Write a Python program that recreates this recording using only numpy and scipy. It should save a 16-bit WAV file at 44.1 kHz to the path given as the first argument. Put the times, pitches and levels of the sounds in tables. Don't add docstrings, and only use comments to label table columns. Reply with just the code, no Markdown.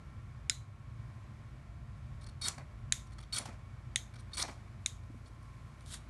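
import sys
import numpy as np
from scipy import signal
from scipy.fft import rfft, irfft
from scipy.io import wavfile
from scipy.ndimage import uniform_filter1d

SR = 44100
rng = np.random.default_rng(int(sys.argv[2]) if len(sys.argv) > 2 else 0)


def transcribe(signal):
    frames = np.atleast_2d(signal).T
    limited = np.clip(frames, -1, 1)
    pcm = np.round(limited * 32767).astype(np.int16)
    wavfile.write(sys.argv[1], SR, pcm)


def attenuation_scalar(level_db):
    decades = np.asarray(level_db, float) / 20
    return 10 ** decades


N = 268597


def noise(n):
    return rng.standard_normal(n)


def seconds(length_s):
    return np.arange(int(length_s * SR)) / SR


def unit(x):
    return x / np.sqrt(np.mean(x ** 2))


def peak_unit(x):
    return x / np.abs(x).max()


def colour(x, points):
    hz, db = np.transpose(points)
    bins = np.maximum(np.fft.rfftfreq(len(x), 1 / SR), 1)
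    return irfft(rfft(x) * attenuation_scalar(np.interp(np.log(bins), np.log(hz), db)), len(x))


def resonate(x, hz, width_hz):
    return signal.lfilter(*signal.iirpeak(hz, hz / width_hz, SR), x)


def walk(rate):
    k = int(SR / rate)
    held = np.repeat(noise(N // k + 1), k)
    smooth = uniform_filter1d(uniform_filter1d(held, k), k)
    return unit(smooth[:N])


def grains(scatter_db):
    return unit(noise(N) * attenuation_scalar(scatter_db * rng.exponential(size=N)))


def add(out, s, x):
    i = int(s * SR)
    out[..., i:i + x.shape[-1]] += x[..., :N - i]


def ring(x, modes):
    return sum(attenuation_scalar(db + 4.0 * walk(120)) * resonate(x, hz, width) for hz, width, db in modes)


def striker():
    # f/Hz, width/Hz, level/dB
    blade_modes = [(1485, 46, -7), (2320, 105, -8), (3490, 280, -6.5), (4180, 21, -2), (5500, 190, -17),
                   (5770, 65, -8), (6300, 34, -22), (7000, 24, -11), (8310, 480, -8.5), (9080, 47, -4),
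                   (9560, 82, 3), (11800, 20, -21)]
    # f/Hz, width/Hz, level/dB
    squeal_modes = [(3740, 84, 0), (4383, 57, 5), (4370, 36, -13)]
    # f/Hz, level/dB
    grit_spectrum = [(590, -52), (1000, -14.5), (1370, -1), (1630, -24), (2940, -10), (4390, -10),
                     (6630, -12), (9700, -10.5), (11700, -12), (12500, -34.5), (16200, -74), (22000, -120)]
    # f/Hz, level/dB
    pressed_spectrum = [(110, -31), (180, -1.5), (421, -11), (688, -10), (973, -6.5), (1450, -6),
                        (2330, -6), (2600, -32), (3380, -41), (5720, -120)]
    # f/Hz, level/dB
    rumble_spectrum = [(150, -28), (230, -6.5), (420, -11.5), (700, -3), (1000, -7), (1500, -12.5),
                       (2400, -11.5), (3500, -45), (6000, -73)]
    force, loose = contact(), brushing()
    grit = grains(1.2)
    hiss = unit(colour(grit, grit_spectrum)) * attenuation_scalar(1.5 * walk(200))
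    blade = hiss + attenuation_scalar(6.5) * unit(ring(grit, blade_modes))
    out = force[3] * unit(ring(grit, squeal_modes))
    for k, gain_db, kind in ((0, -1.5, "low"), (1, 0.1, "high")):
        split = signal.butter(N=4, Wn=7000, btype=kind, fs=SR, output="sos")
        scrape = force[k] * unit(signal.sosfilt(split, blade))
        rustle = loose[k] * unit(signal.sosfilt(split, hiss))
        out += attenuation_scalar(gain_db) * (scrape + rustle)
    pressed = force[2] * attenuation_scalar(2.4 * walk(70)) * unit(colour(grains(1.9), pressed_spectrum))
    rumble = loose[2] * attenuation_scalar(3.3 * walk(60)) * unit(colour(grains(0.99), rumble_spectrum))
    return out + slips() + pressed + rumble


def contact():
    # start t/s, end t/s, first level/dB, last level/dB, squeal level/dB
    strokes = [
        (2.412, 2.489, -47.5, -38, 2.5),
        (3.324, 3.39, -44.5, -37.5, 0.5),
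        (4.332, 4.362, -48, -56, -2),
        (4.368, 4.43, -40.5, -36.5, -2.5),
    ]
    # t/s, level/dB, tray level/dB, length/s
    touches = [(2.211, -65, -12, 0.031), (2.241, -58, -14, 0.0051), (2.264, -56, -5.5, 0.0093),
               (2.287, -59, -13, 0.012), (2.581, -63, 13, 0.0041), (3.068, -65, -5, .008),
               (3.107, -70, -8, 0.0051), (3.12, -66, -1.5, 0.019), (3.183, -55.5, -5, 0.0094),
               (3.202, -61, -5, 0.013), (3.227, -59, -7, 0.012), (3.591, -73, -10, 0.0046),
               (4.138, -61.5, 1, 0.009), (4.156, -58.5, -9, 0.011), (4.186, -61, -8, 0.024),
               (4.318, -67, -1, 0.0085), (5.034, -69, -8, 0.0067), (5.258, -67, -7, 0.027),
               (5.428, -70, -16, 0.0044), (5.807, -58, -16, 0.0023), (5.815, -69, -7, .012)]
    bite_s = 0.0038
    force = np.zeros((4, N))
    for start, end, first_db, last_db, squeal_db in strokes:
        along = np.linspace(0, 1, int((end - start) * SR))
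        top_db = -9 + 5 * along
        tray_db = -15.5 + 10 * along
        fading_squeal_db = squeal_db - 7 * along ** 1.9
        parts_db = np.array([0 * along, top_db, tray_db, fading_squeal_db])
        stroke_db = first_db + (last_db - first_db) * along
        bite = np.minimum(along * (end - start) / bite_s, 1)
        add(force, start, bite * attenuation_scalar(stroke_db + parts_db))
    force = uniform_filter1d(force, size=41, axis=1) * attenuation_scalar(1.6 * walk(130))
    for s, db, tray_db, length in touches:
        t = seconds(length + 0.011)
        shape = np.minimum(t / 0.00048, 1) * np.exp(-np.maximum(t - length, 0) / 0.0013)
        parts_db = np.array([0, -11.5, tray_db, -5.5])[:, None]
        add(force, s, attenuation_scalar(db + parts_db) * shape)
    return force


def brushing():
    # t/s, rustle level/dB, tray level/dB, time to fade by 60 dB/s
    brushes = [(2.489, -49, -2.5, 0.23), (2.578, -58.5, 7, 0.12), (3.39, -47, 1, 0.17),
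               (3.453, -46, -2.5, 0.12), (3.487, -61.5, 4, 0.14), (3.525, -65, -3, 0.14),
               (4.431, -46, 2.5, 0.15), (4.478, -54, -1, 0.33)]
    loose, t = np.zeros((3, N)), seconds(.3)
    for s, db, tray_db, t60 in brushes:
        fall = -60 * t / t60
        parts_db = np.array([fall, -16.5 + fall, tray_db + fall / 1.31])
        add(loose, s, np.minimum(t / 0.0036, 1) * attenuation_scalar(db + parts_db))
    return loose


def slips():
    # t/s, peak level/dB, centre f/Hz, width/Hz
    slip_events = [
        (2.4827, -20, 6700, 3910),
        (3.384, -28, 6400, 4000),
        (4.4255, -21.5, 5620, 2500),
    ]
    out, t = np.zeros(N), seconds(0.033)
    for s, db, hz, width in slip_events:
        crack = resonate(noise(len(t)) * np.exp(-(t / 0.0029) ** 2), hz, width)
        crack = resonate(crack, hz, 0.84 * width)
        add(out, s, attenuation_scalar(db) * peak_unit(crack))
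    return out


def snaps():
    # t/s, peak level/dB, hollow level/dB, shell level/dB, thin edge level/dB
    knocks = [
        (0.497, -12.5, 0, -2, -2),
        (2.9233, -11, -1, -0.5, 2),
        (3.9591, -15, 1.5, 1.5, 1),
        (4.861, -15, -2.5, 0, 0.5),
    ]
    # f/Hz, width/Hz, level/dB, share in the echo/dB
    handle_parts = [
        (2050, 700, -9, -2),
        (3650, 520, -5.5, -1.5),
        (6800, 1300, -0.5, -4),
        (9250, 1200, -5, -12),
    ]
    out, t = np.zeros(N), seconds(.4)
    chatter = np.exp(-np.maximum(t - .0006, 0) / .00045) + attenuation_scalar(-8) * np.exp(-t / .0028)
    push = np.minimum(t / .0003, 1) * chatter
    click = attenuation_scalar(13.5) * signal.unit_impulse(len(t), idx=24)
    fade = attenuation_scalar(-27 - 60 * t / 0.26) * np.clip(t / 0.00223, 0, 1)
    soft = signal.butter(N=8, Wn=10100, fs=SR, output="sos")
    for s, peak_db, hollow_db, shell_db, edge_db in knocks:
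        crack = resonate(resonate(push * noise(len(t)), 5800, 6000), 5800, 7000)
        knock = attenuation_scalar(-9.5) * peak_unit(crack)
        smear = attenuation_scalar(-14.5) * unit(resonate(noise(len(t)), 5500, 6000))
        grips_db = (hollow_db, shell_db, 0, edge_db)
        for (hz, width, own_db, wet_db), grip_db in zip(handle_parts, grips_db):
            db = own_db + grip_db
            part = resonate(click + push * noise(len(t)), hz, 1.3 * width)
            part = resonate(part, hz, 1.3 * width)
            knock = knock + attenuation_scalar(db) * peak_unit(part)
            smear = smear + attenuation_scalar(db + wet_db) * unit(resonate(noise(len(t)), hz, 0.75 * width))
        knock = signal.sosfilt(soft, knock)
        add(out, s - .0005, attenuation_scalar(peak_db + 1.5) * (knock + fade * smear) / np.abs(knock).max())
    return out


def linger():
    # knock t/s, f/Hz, level/dB, time to fade by 60 dB/s
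    handle_ring = [(0.496, 4000, -46, 0.25), (.497, 1470, -43.5, 0.08), (.497, 5030, -27, 0.024),
                   (3.957, 3160, -40, 0.087), (3.96, 6450, -45.5, 0.19)]
    out, t = np.zeros(N), seconds(.4)
    for s, hz, db, t60 in handle_ring:
        tone = resonate(resonate(noise(len(t)), hz, 130), hz, 300)
        add(out, s, attenuation_scalar(db - 60 * t / t60) * unit(tone))
    return out


def tray():
    # t/s, peak level/dB, f/Hz
    bumps = [(2.489, -45, 690), (2.539, -55, 236), (2.581, -56, 210), (2.618, -46.5, 630),
             (3.399, -41.5, 200), (3.455, -36, 730), (3.486, -40.5, 210), (3.528, -47, 200.4),
             (4.439, -47, 660), (4.489, -46, 259), (5.098, -38.5, 254.5), (5.144, -41.5, 245),
             (5.245, -49, 235), (5.295, -48.5, 270)]
    out, t = np.zeros(N), seconds(.12)
    for s, db, hz in bumps:
        blow = noise(len(t)) * t * np.exp(-t / 0.004)
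        thud = resonate(resonate(blow, hz, hz / 5), hz, hz)
        add(out, s - .002, attenuation_scalar(db - 5) * peak_unit(thud))
    return out


def sandal():
    # f/Hz, level/dB
    sole_spectrum = [(410, -39), (700, -11), (1730, -2), (1860, -1.5), (2400, -8.5), (3610, 2),
                     (5920, -4.5), (8710, -1), (11200, -6), (12500, -26), (16200, -60), (22000, -120)]
    scuff_s, hold_s, rise_db_s, fall_db_s = 5.914, 0.03, 420, 552
    t = np.arange(N) / SR - scuff_s
    db = -47.5 + rise_db_s * np.minimum(t, 0) - fall_db_s * np.maximum(t - hold_s, 0)
    return attenuation_scalar(db + 3.3 * walk(60)) * unit(colour(grains(2.7), sole_spectrum))


def cloth():
    middle_s, width_s = 5.35, 0.95
    t = np.arange(N) / SR
    swell = np.exp(-((t - middle_s) / width_s) ** 2)
    return attenuation_scalar(-77.5 + 1.8 * walk(25)) * swell * unit(resonate(grains(2.4), 4600, 7000))


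def echo(x):
    t60_s, echo_db = 0.23, -14.5
    t = seconds(.4)
    tail = noise(len(t)) * attenuation_scalar(-60 * t / t60_s) * np.clip(t / 0.0019, 0, 1)
    tail = resonate(tail, 3800, 9000)
    tail = tail / np.sqrt(np.sum(tail ** 2))
    return x + attenuation_scalar(echo_db) * signal.fftconvolve(x, tail)[:len(x)]


def drones():
    # f/Hz, level/dB, from t/s, to t/s
    engines = [(56.9, -58.5, -1.5, 2.24), (55.5, -53.5, 1.5, 6.2), (101.3, -52, 0, 1.46),
               (87.6, -56, 2.6, 6.2), (113.5, -54, 0, 1.38), (115.5, -52, 3, 5.7)]
    t, out = np.arange(N) / SR, 0
    rev_hz = 126.7 + 13 * np.exp(-((t - 2.4) / 0.49) ** 2)
    for hz, db, start, end in engines + [(rev_hz, -59.5, 0, 3.2)]:
        phase = 2 * np.pi * np.cumsum(hz * (1 + 0.00811 * walk(2.5))) / SR
        heard = np.clip(np.minimum(t - start, end - t) / .15 + .5, 0, 1)
        out = out + heard * attenuation_scalar(db + 2.18 * walk(4.9)) * np.sin(phase + 0.21 * walk(8))
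    return out


def background():
    # f/Hz, level/dB
    air_spectrum = [(12, -56.5), (20, -15.5), (44, 1), (110, -2), (144, -4), (169, -17), (216, -12.5),
                    (261, -23), (342, -23), (392, -30), (881, -29), (1070, -32), (1290, -29), (8550, -49),
                    (12800, -56.5), (16700, -88), (22000, -120)]
    # f/Hz, width/Hz, level/dB (level unused)
    air_peaks = [(99.5, 80, 0), (596.4, 30, -26), (1090, 96, -23), (1837, 26.7, -30), (2254, 120, -31)]
    # f/Hz, level/dB
    whines = [(597.5, -89.5), (689.1, -80.5), (1034, -76.5), (1093, -76.5), (1147, -84), (1362, -78.5)]
    # t/s, level/dB
    hum_swell = [(0, -49.5), (1.2, -50), (1.7, -49.5), (2.7, -49), (3.32, -52.5), (3.65, -48.5),
                 (4.2, -55.5), (6.09, -53)]
    swell_s, swell_db = np.transpose(hum_swell)
    t = np.arange(N) / SR
    air = colour(noise(N), air_spectrum)
    air = air + sum(attenuation_scalar(-0.5) * resonate(air, hz, width) for hz, width, db in air_peaks)
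    hum = signal.sosfiltfilt(signal.butter(N=3, Wn=170, fs=SR, output="sos"), air)
    step_hz = 2500
    hiss = colour(air - hum, [(step_hz, 0), (1.06 * step_hz, -1.5), (3.5 * step_hz, 0)])
    whine = 0
    for hz, db in whines:
        tone = np.sin(2 * np.pi * hz * t + 2.05 * walk(6))
        whine = whine + attenuation_scalar(db + 2.5 + 2.86 * walk(4.1)) * tone
    hum_db = np.interp(t, swell_s, swell_db) + 1.66 * walk(7.2)
    hiss_db = -59.5 + 0.81 * walk(3.53)
    return attenuation_scalar(hum_db) * unit(hum) + attenuation_scalar(hiss_db) * unit(hiss) + whine


def scene():
    near = echo(striker() + tray() + sandal()) + snaps()
    return (near + linger() + cloth() + drones() + background())[None]


def band_limit(x):
    return signal.sosfilt(signal.butter(12, 12970, fs=SR, output="sos"), x)


def record(dry):
    thin = signal.sosfilt(signal.butter(N=2, Wn=36, btype="high", fs=SR, output="sos"), dry)
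    mix = signal.sosfilt(signal.ellip(N=7, rp=.5, rs=50, Wn=11950, fs=SR, output="sos"), thin)
    return band_limit(mix)


dry = scene()
out = record(dry)
transcribe(out)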